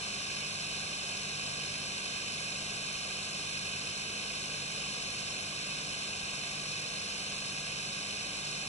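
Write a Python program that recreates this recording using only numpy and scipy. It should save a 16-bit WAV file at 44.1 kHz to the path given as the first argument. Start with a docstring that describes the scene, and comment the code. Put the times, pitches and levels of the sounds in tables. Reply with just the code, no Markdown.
"""A steady, pulsing hiss over a low throb: a small sealed compressor pumps air into a steel cylinder.
The piston runs just under mains speed and the motor hums. A low drone beats against a slower rotor,
likely a fan, and a broad rush fills the workshop. Air hisses through shell and pipe resonances,
swelling with each stroke; the shell sizzles unevenly and now and then knocks."""
import sys
import numpy as np
from scipy import signal
from scipy.fft import rfft, irfft
from scipy.io import wavfile

SR = 44100
rng = np.random.default_rng(int(sys.argv[2]) if len(sys.argv) > 2 else 0)


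def transcribe(signal):
    """Save signal, clipped to [-1, 1], as a 16-bit WAV file at the path in sys.argv[1]."""
    frames = np.atleast_2d(signal).T
    limited = np.clip(frames, -1, 1)
    pcm = np.round(limited * 32767).astype(np.int16)
    wavfile.write(sys.argv[1], SR, pcm)


N = 382788
TIME, BINS = np.arange(N) / SR, np.fft.rfftfreq(N, 1 / SR)
SHAFT_HZ, MAINS_HZ, FAN_HZ = 49.6, 50.16, 21.064
CRANK = np.sin(2 * np.pi * SHAFT_HZ * TIME)


def gain_of(db):
    """Decibels to amplitude."""
    return 10 ** (np.asarray(db) / 20)


def unit_rms(x):
    """Scales to rms 1."""
    return x / np.sqrt(np.mean(x ** 2) + 1e-20)


def spectral_curve(points):
    """Joins points by lines on a log frequency axis."""
    hz, value = np.transpose(points)
    return np.interp(np.log(BINS + 1), np.log(hz + 1), value)


def wander(rate_hz):
    """Random drift of rms 1, mostly slower than rate_hz."""
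    spectrum = rfft(rng.standard_normal(N)) * (BINS > 0)
    return unit_rms(irfft(spectrum / (1 + (BINS / rate_hz) ** 2), N))


def resonance(hz, width_hz):
    """Gain over frequency of one resonance, 1 at its peak."""
    return 1 / (1 + (2 * (BINS - hz) / width_hz) ** 2)


def turbulence(envelope, colour, likeness):
    """Stereo air noise; the size of likeness says how alike the sides are, its angle how far left leads."""
    left, unrelated = rfft(rng.standard_normal((2, N)) * np.sqrt(SR / 2) * envelope)
    spread = np.sqrt(np.maximum(1 - abs(likeness) ** 2, 0))
    right = np.conj(likeness) * left + spread * unrelated
    return irfft(np.array([left, right]) * colour, N)


def tones(base_hz, partials, drift_turns, flutter_db, right_lag_s=0.00016):
    """Wavering harmonics of one rotation, arriving a little later on the right."""
    turns = base_hz * TIME + drift_turns * wander(1.7)
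    out = np.zeros((2, N))
    for harmonic, db in partials:
        phase = 2 * np.pi * (harmonic * turns + rng.random())
        lag = 2 * np.pi * harmonic * base_hz * right_lag_s
        out += np.sqrt(2) * gain_of(db + flutter_db * wander(2.4)) * np.cos([phase, phase - lag])
    return out


# Colour of the noise bed: frequency_hz, level_db_per_hz (before trim)
RUSH_COLOUR = [(15, -88), (45, -81.5), (60, -81.7), (85, -78), (180, -76.2), (270, -79.2), (340, -83.3),
               (500, -82.5), (850, -82.9), (1300, -83.8), (1800, -95.4), (3900, -95), (4700, -115),
               (5600, -90.4), (8200, -104.5), (10700, -102.6)]
# How alike its left and right are: frequency_hz, likeness_0_to_1
RUSH_LIKENESS = [(70, 1.0), (130, 0.98), (200, 0.985), (250, 0.92), (305, 0.62), (365, 0.97), (550, 0.2),
                 (900, 0)]

def room_rush(trim=0.83):
    """A broad rush from all round the room, centred only in the bass."""
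    return turbulence(trim, gain_of(spectral_curve(RUSH_COLOUR)), spectral_curve(RUSH_LIKENESS))


# Whirr of the fan: harmonic, level_db
FAN_PARTIALS = [(2, -71.5), (3, -73.5), (5, -67.5), (6, -73), (8, -64.5), (9, -71), (10, -70), (12, -71),
                (18, -68), (21, -72)]

def fan():
    """The slow rotor sounds multiples of its turning rate."""
    return tones(FAN_HZ, FAN_PARTIALS, drift_turns=0.003, flutter_db=1.2)


# Uneven depth of the once-a-second low throb: time_s, level_db
THROB_DEPTH = [(0, -67), (1.6, -63), (2.7, -68), (4.6, -62.5), (5.6, -70), (6.6, -61), (8.68, -64)]

def throb(drone_hz=148.44, drone_db=-57.2, crest_s=0.59):
    """A low drone lies 1 Hz above the fan's seventh harmonic, so the pair swells once a second."""
    phase_per_hz = 2 * np.pi * (TIME - crest_s)
    drone = gain_of(drone_db) * np.cos(drone_hz * phase_per_hz)
    depth_db = np.interp(TIME, *np.transpose(THROB_DEPTH))
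    beating_tone = gain_of(depth_db) * np.cos(7 * FAN_HZ * phase_per_hz)
    return np.sqrt(2) * (drone + beating_tone)


# Hum of the motor: harmonic, level_db (before trim)
MOTOR_PARTIALS = [(2, -70), (4, -56), (6, -65), (8, -73), (10, -73)]

def motor(trim_db=-0.5):
    """The motor iron hums magnetically at even multiples of the mains."""
    return gain_of(trim_db) * tones(MAINS_HZ, MOTOR_PARTIALS, drift_turns=0.0017, flutter_db=-0.5)


# Thin ringing of pipes and mounts: pitch_hz, width_hz, level_db, left_lead_rad
MOUNT_RINGS = [(96.2, 2, -67, 0), (481, 2, -69, 0.3), (577.4, 2, -71, 0.3), (770, 2, -72, 0.5),
               (1113, 30, -69, 1.0), (1594, 10, -64, 2.0), (1658, 6, -63.5, 2.0), (2541, 30, -61, -0.7),
               (3644, 40, -66, 0.5), (5888, 30, -68, -0.1)]

def ringing_mounts():
    """Vibration keeps a few lightly damped parts singing."""
    return sum(gain_of(db) * unit_rms(turbulence(1, resonance(hz, width), np.exp(1j * lead)))
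               for hz, width, db, lead in MOUNT_RINGS)


# Buzz of the piston: harmonic, level_db
PISTON_PARTIALS = [(2, -70), (12, -68.5), (14, -63.8), (15, -71), (21, -72), (31, -71)]

def piston():
    """One stroke a turn makes a buzz on multiples of the shaft rate."""
    return tones(SHAFT_HZ, PISTON_PARTIALS, drift_turns=0.0023, flutter_db=1.0)


# Resonances of shell, pipe and cylinder:
# pitch_hz, width_hz, left_db_per_hz, right_db_per_hz, left_lead_rad, likeness_0_to_1
MODES = [(435.0, 195.0, -82.3, -80.8, -0.1, 1.0), (590.0, 260.0, -80.2, -81.4, 0.5, 0.85),
         (740.0, 135.0, -82.7, -82.1, 0.2, 0.9), (1015.0, 220.0, -80.8, -85.5, 2.92, 0.7),
         (1130.0, 180.0, -76.3, -79.6, 1.02, 0.72), (1520.0, 195.0, -79.4, -81.1, 1.55, 0.56),
         (1605.0, 145.0, -76.5, -71.7, 2.65, 0.65), (1840.0, 80.0, -88.9, -83.9, -2.94, 0.88),
         (1910.0, 55.0, -82.3, -80.9, 2.66, 0.55), (2070.0, 115.0, -75.0, -74.6, 3.04, 0.88),
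         (2235.0, 225.0, -91.2, -73.6, -2.97, 0.7), (2420.0, 200.0, -77.0, -70.2, -1.48, 0.79),
         (2530.0, 125.0, -77.2, -65.9, -0.85, 1.0), (2615.0, 240.0, -72.4, -72.3, -0.25, 0.93),
         (2860.0, 290.0, -73.6, -73.6, -0.14, 0.9), (3045.0, 155.0, -72.2, -70.0, -0.65, 0.82),
         (3155.0, 100.0, -87.7, -71.1, 2.19, 0.84), (3465.0, 185.0, -76.3, -76.3, 0.79, 0.57),
         (3610.0, 115.0, -73.3, -78.4, 0.86, 0.59), (3730.0, 250.0, -75.6, -75.1, 0.01, 1.0),
         (3885.0, 195.0, -78.8, -75.2, 1.8, 0.76), (4115.0, 230.0, -71.6, -71.5, 2.25, 0.79),
         (4215.0, 175.0, -72.2, -72.4, 1.7, 0.85), (4420.0, 495.0, -80.4, -80.2, -3.11, 1.0),
         (4780.0, 110.0, -75.0, -74.8, -3.14, 0.98), (4995.0, 1045.0, -78.2, -78.1, -3.14, 1.0),
         (5240.0, 125.0, -79.9, -73.2, -1.26, 0.99), (5380.0, 190.0, -71.2, -71.6, -1.25, 0.94),
         (5635.0, 305.0, -79.5, -79.8, -0.46, 0.96), (5860.0, 160.0, -79.8, -76.9, -0.17, 0.83),
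         (6005.0, 75.0, -80.6, -80.1, 0.05, 1.0), (6200.0, 210.0, -79.9, -79.6, -0.01, 0.98),
         (6290.0, 555.0, -80.2, -83.0, 0.38, 0.92), (6345.0, 215.0, -77.4, -84.1, 1.5, 0.87),
         (6800.0, 455.0, -77.1, -80.3, 2.94, 0.73), (7320.0, 160.0, -78.5, -81.6, -1.15, 0.69),
         (7570.0, 535.0, -87.0, -87.2, -0.23, 0.71), (7865.0, 445.0, -78.2, -83.0, 0.2, 0.53),
         (8425.0, 150.0, -85.1, -83.9, 0.12, 0.96), (8750.0, 680.0, -89.4, -89.1, 3.13, 1.0),
         (9070.0, 340.0, -82.0, -83.4, -3.05, 0.71), (9570.0, 130.0, -81.3, -85.5, -2.27, 0.8),
         (9670.0, 685.0, -85.5, -84.7, -2.84, 0.67), (10090.0, 450.0, -87.5, -85.7, -0.19, 0.96),
         (10495.0, 420.0, -83.8, -84.0, 0.02, 0.99)]
BODY_MODES = [mode for mode in MODES if mode[0] < 900]
SHELL_MODES = [mode for mode in MODES if 2300 < mode[0] < 3200]
PIPE_MODES = [mode for mode in MODES if mode not in BODY_MODES + SHELL_MODES]

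def blown_steel(modes, envelope):
    """Air noise drives a group of resonances, each heard from its own direction."""
    power, shared = np.zeros((2, len(BINS))), np.zeros(len(BINS), complex)
    for hz, width, left_db, right_db, lead, likeness in modes:
        gain = gain_of([[left_db], [right_db]]) * resonance(hz, width)
        power += gain ** 2
        shared += likeness * gain[0] * gain[1] * np.exp(1j * lead)
    colour = np.sqrt(power)
    return turbulence(envelope, colour, shared / (colour[0] * colour[1]))


def pipe_hiss(trim_db=0.02, sag_db_per_s=0.0647):
    """Air puffs through the valves once a turn; the flow eases as the cylinder fills."""
    puff_db = 0.66 * np.exp(CRANK)
    level_db = puff_db - sag_db_per_s * TIME + 0.3 * wander(14) + 0.26 * wander(60)
    return gain_of(trim_db) * blown_steel(PIPE_MODES, unit_rms(gain_of(level_db)))


def shell_sizzle(burst_db=1.15, sharpness=2.6, sag_db_per_s=0.11):
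    """Once a turn the valve chatters against the shell, in an uneven sizzle that slowly eases."""
    chatter_db = burst_db * np.exp(sharpness * (CRANK - 1))
    level_db = chatter_db - sag_db_per_s * TIME + 0.4 * wander(16) + 0.46 * wander(70)
    return blown_steel(SHELL_MODES, unit_rms(gain_of(level_db)))


# Harder hits of the rattle on the shell: start_s, peak_db
SHELL_HITS = [(0.064, -32), (1.741, -28), (1.7455, -30), (1.758, -29), (2.174, -31), (6.661, -31),
              (7.441, -31), (7.448, -30)]

def shell_knocks():
    """Each knock rings the main shell modes for a few milliseconds."""
    t = TIME[:1024]
    ring, hits = np.zeros((2, len(t))), np.zeros(N)
    for hz, width, left_db, right_db, lead, _ in SHELL_MODES:
        decay = width * np.exp(-np.pi * width * t)
        phase = 2 * np.pi * hz * t
        ring += gain_of([[left_db], [right_db]]) * decay * np.cos([phase, phase - lead])
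    for start_s, peak_db in SHELL_HITS:
        hits[round(start_s * SR)] = gain_of(peak_db)
    return signal.oaconvolve(hits[None], ring / abs(ring).max(), axes=1)[:, :N]


def scene():
    """The running compressor in stereo: bed, hum, air and knocks."""
    bed = room_rush()
    hum = fan() + throb() + motor() + ringing_mounts() + piston()
    air = blown_steel(BODY_MODES, envelope=1) + pipe_hiss() + shell_sizzle()
    return bed + hum + air + shell_knocks()


def record(dry):
    """A steep low-pass takes off the highest treble."""
    low_pass = signal.firwin(801, cutoff=10870, window=("kaiser", 9), fs=SR)
    return signal.oaconvolve(dry, low_pass[None], "same")


dry = scene()
out = record(dry)
transcribe(out)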